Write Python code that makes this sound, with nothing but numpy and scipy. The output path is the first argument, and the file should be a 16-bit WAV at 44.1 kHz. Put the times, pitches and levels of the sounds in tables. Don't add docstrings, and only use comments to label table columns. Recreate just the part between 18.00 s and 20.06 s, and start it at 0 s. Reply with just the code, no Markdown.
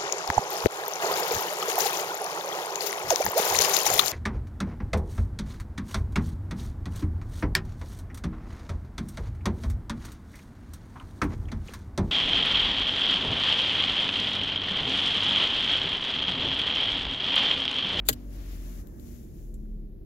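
import sys
import numpy as np
from scipy import signal
from scipy.fft import rfft, irfft
from scipy.io import wavfile
from scipy.ndimage import uniform_filter1d

SR = 44100
rng = np.random.default_rng(int(sys.argv[2]) if len(sys.argv) > 2 else 0)


def dump_mix(stems):
    frames = np.atleast_2d(stems).T
    limited = np.clip(frames, -1, 1)
    pcm = np.round(limited * 32767).astype(np.int16)
    wavfile.write(sys.argv[1], SR, pcm)


def to_linear_factor(level_db):
    exponent = np.asarray(level_db, float) / 20
    return 10 ** exponent


N = 90801

# (time [s], firing rate [Hz], boom level [dB])
ENGINE = [(0.0, 48.37, -35.5), (0.23, 47.65, -40.5), (0.38, 46.48, -38.5), (0.45, 45.58, -37.5),
          (0.56, 44.89, -34.5), (0.64, 44.52, -36), (0.81, 43.76, -39.5), (0.84, 43.16, -48.5),
          (0.891, 42.58, -42.5), (1.051, 40.36, -63), (1.081, 40.22, -45), (1.21, 39.22, -66),
          (1.231, 38.96, -48), (1.4, 37.98, -48), (1.44, 37.43, -40), (1.74, 34.86, -35.5),
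          (2.05, 32.84, -48), (2.06, 32.92, -47)]
# (multiple of firing rate, level [dB]); a shaft order lies half a step under each
HARMONICS = [(2, 3.5), (3, -1.5), (4, 1), (5, 0), (6, 3), (7, -5), (8, -7.5), (9, -12), (10, -8), (12, 0)]
# (frequency [Hz], width [Hz], level [dB])
CABIN = [(91, 14, -2.5), (127, 20.06, 0.5), (173.1, 3.8, -3), (212.8, 15, 1.5), (239, 6.1, 1),
         (286.7, 44, 0), (314, 18, -10), (333, 29, -9.5), (460, 150, -20), (564, 80, -10)]
# (frequency [Hz], width [Hz], depth [dB])
DEAD_SPOTS = [(197, 7, -8), (229, 8, -13), (256, 11, -10), (300, 10, -4)]
ORDERS_DB, HALF_ORDER_DB, ORDER_SWELL_DB = -48.5, -7.5, 2.5
RATE_WANDER, UNEVEN_FIRING, ORDER_SLIP_RAD, BOOM_LEAD_RAD = 0.0043, 0.043, 0.75, 0.08

# (frequency [Hz], density [dB per Hz])
CLATTER = [(300, -22), (600, 6.5), (800, -5.5), (1100, -13), (1900, -16), (2600, -25.5), (5000, -41.5)]
# (frequency [Hz], density [dB per Hz])
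STARTER = [(400, -23.5), (800, 9.5), (2000, 0.5), (3000, -5), (4000, -24), (8000, -44.5)]
# (frequency [Hz], left minus right [dB])
CENTRED = [(20, 0), (9000, 0)]
CLATTER_DB, CLATTER_DB_PER_HZ, FIRING_GATE = -67, 0.82, 0.3
STARTER_DB, STARTER_T60_S = -61, 0.93

# (time [s], level [dB], rise [s], decay [s], brightest [Hz])
CLACKS = [(0.0484, -61, 0.003, 0.11, 4000), (0.054, -55, 0.0006, 0.11, 12020),
          (0.0623, -48.5, .0005, 0.05, 12300), (0.0672, -47.5, .0006, 0.11, 7500),
          (0.080, -37, 0.0028, 0.046, 9004), (0.0857, -24, 0.0006, 0.05, 3980),
          (0.0863, -6.5, 0.0012, 0.019, 11930), (0.0915, -16.5, 0.0006, 0.016, 13000),
          (0.092, -19, 0.0005, 0.024, 8880), (0.096, -24, 0.0005, 0.035, 6100),
          (0.1005, -33, .0006, 0.024, 3498), (0.1135, -35, .0004, 0.0058, 9000),
          (.117, -44, .002, 0.047, 12010), (0.1287, -33, .0006, 0.033, 14000),
          (0.1316, -34.5, .001, 0.024, 13500), (0.14, -46.5, .001, 0.014, 5000)]
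# (time [s], level [dB], rise [s], decay [s], brightest [Hz])
TICKS = [(0.8716, -47, 0.0003, 0.0095, 15100), (0.8714, -55.5, 0.0002, 0.005, 10700),
         (0.8715, -55.5, 0.00012, 0.006, 5640), (.875, -62.5, .003, 0.089, 14080),
         (0.9972, -51.5, .0002, 0.018, 12800), (0.9973, -54, 0.0002, 0.012, 4440),
         (1.002, -59, .002, 0.05, 12000), (1.384, -66, .0003, 0.022, 5050),
         (1.541, -49, 0.00035, 0.019, 10600), (1.541, -65.5, 0.00034, 0.0085, 5000),
         (1.544, -62.5, 0.0025, 0.071, 9800), (1.656, -67, .0003, 0.013, 1600)]
# (frequency [Hz], density [dB per Hz])
PLASTIC = [(1300, -7), (2450, -6), (3800, -1.5), (5400, -14.5), (7000, -7.5), (9300, -12.5), (11500, -1),
           (15800, -5)]
# (frequency [Hz], left minus right [dB])
PLASTIC_PAN = [(300, 1), (640, 3.5), (1400, -2), (3100, 2.5), (5000, 11), (7200, 17.5), (11500, -1),
               (15000, 5.5)]
# (frequency [Hz], level [dB], t60 [s])
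BARREL = [(2880, -27.5, 0.05), (3530, -20, 0.061), (4000, -11.5, 0.044), (4570, -5, 0.12),
          (6450, -33, 0.055), (7298, 0, 0.054), (9200, -23, 0.06), (11180, -12, 0.052),
          (10600, -6.5, 0.047), (11120, 0, 0.15), (12120, 6.5, 0.0058), (14240, -7, 0.045),
          (13300, -17, 0.067), (14540, 8.5, 0.0087)]
# (frequency [Hz], level [dB], t60 [s])
COLUMN = [(98, -28.5, 0.14), (181, -38, .12), (330, -38, 0.15), (128.9, -29, 0.2), (243.9, -35.5, 0.26),
          (286.6, -33.5, .17), (435.3, -22, 0.066), (468, -24, 0.054), (609, -22, 0.045), (799, -23, 0.037),
          (1076, -29, 0.055), (1626, -27, 0.095), (1940, -28.5, 0.064), (2161, -39, .05)]
# (frequency [Hz], level [dB], t60 [s])
SHANK = [(3040, -36, 0.029), (4846, -38, 0.033), (13450, -40.5, .035)]
CLACK_DB_PER_OCT, TICK_DB_PER_OCT = 2, 20
BARREL_DB, CLACK_SAME, CLACK_LEAD_S = -1.5, 0.32, 0.00033
THUD_S, REBOUND_S, SWELL_CYCLES = 0.0875, 0.1268, 3.6

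# (time [s], pressure [dB], dull rub weight [dB], cushion creep [dB])
SLEEVE = [(0.149, -70.5, 1, -81), (0.272, -70.5, -7, -86), (0.335, -62.5, -5.5, -76), (.39, -65, -2, -70),
          (0.521, -60, -3.5, -74), (.61, -63.5, -4.5, -76), (.69, -59, -7, -64.5), (0.801, -60, -8, -68.5),
          (0.846, -71, -12, -68.5), (0.979, -70.5, -12, -69), (1.07, -64.5, -9.5, -76),
          (1.16, -65, -8.5, -91), (1.31, -71.5, -10, -88), (1.4, -68.5, -10, -82.5),
          (1.53, -73.5, -16, -92), (1.63, -78.5, -9, -90), (1.9, -92.5, -5.5, -93)]
# (frequency [Hz], density [dB per Hz])
FABRIC = [(2500, -19.5), (4500, -11.5), (7000, -2), (8700, -10), (10500, -1), (12000, 2.5), (15750, -0.5),
          (16000, -45)]
# (frequency [Hz], left minus right [dB])
FABRIC_PAN = [(60, -6), (150, 1.5), (380, -4), (950, -1.5), (2380, 0), (5980, 22), (15000, 3)]
# (frequency [Hz], density [dB per Hz])
RUB = [(400, -16), (900, -3), (1700, 1), (2600, -0.5), (3600, -4), (5500, -11.5), (9000, -44)]
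# (frequency [Hz], density [dB per Hz])
CREEP = [(400, -25), (700, 0), (1200, -0.5), (1900, -4), (2300, -22.5), (4000, -50)]
FIBRES_PER_S, FIBRE_DB, FIBRE_SHARE = 5300, 5, 0.27
FABRIC_SAME, FABRIC_LEAD_S, RUB_DB = 0.45, 0.000446, 3

# (frequency [Hz], density [dB per Hz])
RUMBLE = [(12, -37), (20, -22), (50, 5), (114, -15.5), (208, -16.5), (260, -24), (352, -14), (823, -40),
          (2500, -71.5), (3250, -94), (5500, -120)]
# (frequency [Hz], shared part [0-1])
RUMBLE_SAME = [(60, 0.74), (180, 1), (550, 0.15), (1650, 0.01), (4970, 0.16), (15000, 0.05)]
RUMBLE_DB, RUMBLE_SWELL_DB, RUMBLE_LEAD_S = -45, 1.0, 0.00023
# (frequency [Hz], density [dB per Hz])
HISS = [(1500, -3.5), (2400, -5), (4000, -6), (7000, -12.5), (8700, -18.5), (10500, -6), (12700, -2),
        (15750, -7.5)]
HISS_DB, CEILING, EDGE_HZ = -77.5, 0.7, 16050


def evened(x):
    return x / np.sqrt(np.mean(x ** 2) + 1e-20)


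def read(points, hz):
    f, value = np.transpose(points)
    return np.interp(np.log(hz + 1), np.log(f + 1), value)


def add(mix, s, sound):
    part = mix[:, round(s * SR):][:, :sound.shape[1]]
    part += sound[:, :part.shape[1]]


def drift(rate, count):
    f = np.geomspace(0.4, rate, num=16)[:, None]
    t = np.arange(0, N + 256, 256) / SR
    sines = np.sin(2 * np.pi * (f * t + rng.random((count, 16, 1))))
    rows = (sines / np.sqrt(f)).sum(axis=1)
    return np.array([np.interp(np.arange(N) / SR, t, evened(row)) for row in rows])


def flat(x):
    z = rfft(x)
    broad_power = abs(uniform_filter1d(abs(z) ** 2, size=100))
    z = z / np.sqrt(broad_power + 1e-20)
    return evened(irfft(z, len(x))) * np.sqrt(np.mean(x ** 2))


def ports(a, b, colour, same, pan, lead_s):
    hz = np.fft.rfftfreq(len(a), 1 / SR)
    same = np.clip(same, -1, 1)
    left, other = rfft(a), rfft(b)
    right = same * left + np.sqrt(1 - same ** 2) * other
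    right = right * np.exp(-2j * np.pi * hz * lead_s)
    tilt_db = read(pan, hz) * np.array([[0.5], [-0.5]])
    z = np.array([left, right]) * to_linear_factor(read(colour, hz) + tilt_db)
    return evened(irfft(z, len(a)))


def cabin(hz):
    return sum(to_linear_factor(db) / np.sqrt(1 + (2 * (hz - f) / w) ** 2) for f, w, db in CABIN)


def dead(hz):
    return to_linear_factor(sum(db * np.exp(-((hz - f) / w) ** 2) for f, w, db in DEAD_SPOTS))


def engine():
    t = np.arange(N) / SR
    s, rate, boom_db = np.transpose(ENGINE)
    hz = np.interp(t, s, rate) * (1 + RATE_WANDER * drift(12, count=1)[0])
    turns = np.cumsum(hz) / SR

    lead = BOOM_LEAD_RAD * np.array([[0.5], [-0.5]])
    strokes = 1 + UNEVEN_FIRING * np.sin(np.pi * turns)
    boom = np.sqrt(2) * to_linear_factor(np.interp(t, s, boom_db)) * strokes * np.sin(2 * np.pi * turns + lead)

    k, db = np.transpose(HARMONICS)[:, :, None]
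    k = np.vstack([np.round(k), np.round(k) - 0.5])
    db = np.vstack([db, db + HALF_ORDER_DB])
    swell_db = ORDER_SWELL_DB * drift(5.5, count=len(k))
    level = dead(k * hz) * cabin(k * hz) ** 1.6 * to_linear_factor(db + swell_db)
    slip = ORDER_SLIP_RAD * np.sqrt(k) * drift(8.2, count=len(k))
    phase = 2 * np.pi * (k * turns + rng.random(k.shape)) + slip
    orders = np.array([(level * np.sin(phase + side * k * 0.052)).sum(axis=0) for side in (1, -1)])
    return boom * to_linear_factor([[0.5], [-0.5]]) + to_linear_factor(ORDERS_DB) * evened(orders)


def clatter():
    t = np.arange(N) / SR
    s, rate, _ = np.transpose(ENGINE)
    hz = np.interp(t, s, rate)
    gate = 1 + FIRING_GATE * np.cos(2 * np.pi * np.cumsum(hz) / SR)
    a, b, c, d = rng.standard_normal((4, N)) * gate
    valve_db = CLATTER_DB + CLATTER_DB_PER_HZ * (hz - 41.5) + 0.54 * drift(1.3, count=1)
    valves = ports(a, b, CLATTER, 0.12, CENTRED, 0) * to_linear_factor(valve_db)
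    whir = ports(c, d, STARTER, 0.94, CENTRED, 0) * to_linear_factor(STARTER_DB - 60 * t / STARTER_T60_S)
    return valves + whir


def clack(s, db, rise, t60, top_hz, slope_db):
    t = np.arange(8192) / SR
    a, b = rng.standard_normal((2, len(t)))
    ring = sum(to_linear_factor(d - 60 * t / r) * np.sin(2 * np.pi * (f * t + rng.random())) for f, d, r in BARREL)
    ring = ring / np.max(abs(ring))
    shape = np.minimum(t / rise, 1) ** 2 * to_linear_factor(-60 * np.maximum(t - rise, 0) / t60)
    drive = flat(a * shape) + to_linear_factor(BARREL_DB) * ring * 3 * shape

    hz = np.geomspace(300, 17000, num=40)
    away = np.maximum(np.log2(hz / top_hz) * 2, np.log2(top_hz / hz) / 2)
    colour = np.transpose([hz, read([(300, -44.0)] + PLASTIC, hz) - slope_db * away])
    margin = 128
    drive, other = np.roll(drive, margin), np.roll(flat(b * shape), margin)
    out = ports(drive, other, colour, CLACK_SAME, PLASTIC_PAN, CLACK_LEAD_S)
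    return s - margin / SR, to_linear_factor(db) * out[:, :len(t) // 4 * 3] * np.sqrt(np.mean(shape ** 2))


def struck(s, modes):
    t = np.arange(12000) / SR
    knock = 0
    for hz, db, t60 in modes:
        swell = np.minimum(t * hz / SWELL_CYCLES, 1)
        knock = knock + to_linear_factor(db - 60 * t / t60) * np.sin(2 * np.pi * hz * t) * swell
    return s, np.array([knock, 1.1 * np.roll(knock, 15)])


def sleeve():
    t = np.arange(N) / SR
    s, db, rub_db, creep_db = np.transpose(SLEEVE)
    a, b, c, d, sign = rng.standard_normal((5, N))
    slip_db = FIBRE_DB * np.minimum(rng.exponential(1, N), 4)
    slips = evened(sign * to_linear_factor(slip_db) * (rng.random(N) < FIBRES_PER_S / SR))
    drive = (1 - FIBRE_SHARE) * a + FIBRE_SHARE * slips
    brush = ports(drive, b, [(600, -40)] + FABRIC, FABRIC_SAME, FABRIC_PAN, FABRIC_LEAD_S)
    rub = ports(c, d, RUB, 0.13, FABRIC_PAN, FABRIC_LEAD_S) * to_linear_factor(RUB_DB + np.interp(t, s, rub_db))
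    creep = ports(*rng.standard_normal((2, N)), CREEP, 0.5, CENTRED, FABRIC_LEAD_S)
    creep = creep * to_linear_factor(np.interp(t, s, creep_db))
    pressure_db = np.interp(t, s, db, left=-100, right=-100)
    return creep + (brush + rub) * to_linear_factor(3.5 + pressure_db + 1.0 * drift(25.4, count=1))


def rumble():
    a, b = rng.standard_normal((2, N))
    hz = np.fft.rfftfreq(N, 1 / SR)
    wide = ports(a, b, RUMBLE + [(5000, -84.5)], read(RUMBLE_SAME, hz), CENTRED, RUMBLE_LEAD_S)
    wide = irfft(rfft(wide) * (0.55 + cabin(hz)), N)
    return to_linear_factor(RUMBLE_DB + RUMBLE_SWELL_DB * drift(5.118, count=1)) * evened(wide)


def hiss():
    a, b = rng.standard_normal((2, N))
    colour = [(300, -46.5)] + HISS + [(16000, -50.5)]
    return to_linear_factor(HISS_DB) * ports(a, b, colour, 0.1, [(20, 0.0057), (16000, 0.0065)], 0)


def scene():
    mix = engine() + clatter() + rumble() + sleeve()
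    for row in CLACKS:
        add(mix, *clack(*row, CLACK_DB_PER_OCT))
    for row in TICKS:
        add(mix, *clack(*row, TICK_DB_PER_OCT))
    add(mix, *struck(THUD_S, COLUMN))
    add(mix, *struck(REBOUND_S, SHANK))
    return mix


def roll_off(x):
    return signal.sosfilt(signal.butter(12, 17010, fs=SR, output="sos"), x)


def record(dry):
    edge = signal.firwin(255, EDGE_HZ, window=("kaiser", 4), fs=SR)[None]
    overloaded = CEILING * np.tanh((dry + hiss()) / CEILING)
    mix = signal.oaconvolve(overloaded, edge, "same")
    return roll_off(mix)


dry = scene()
out = record(dry)
dump_mix(out)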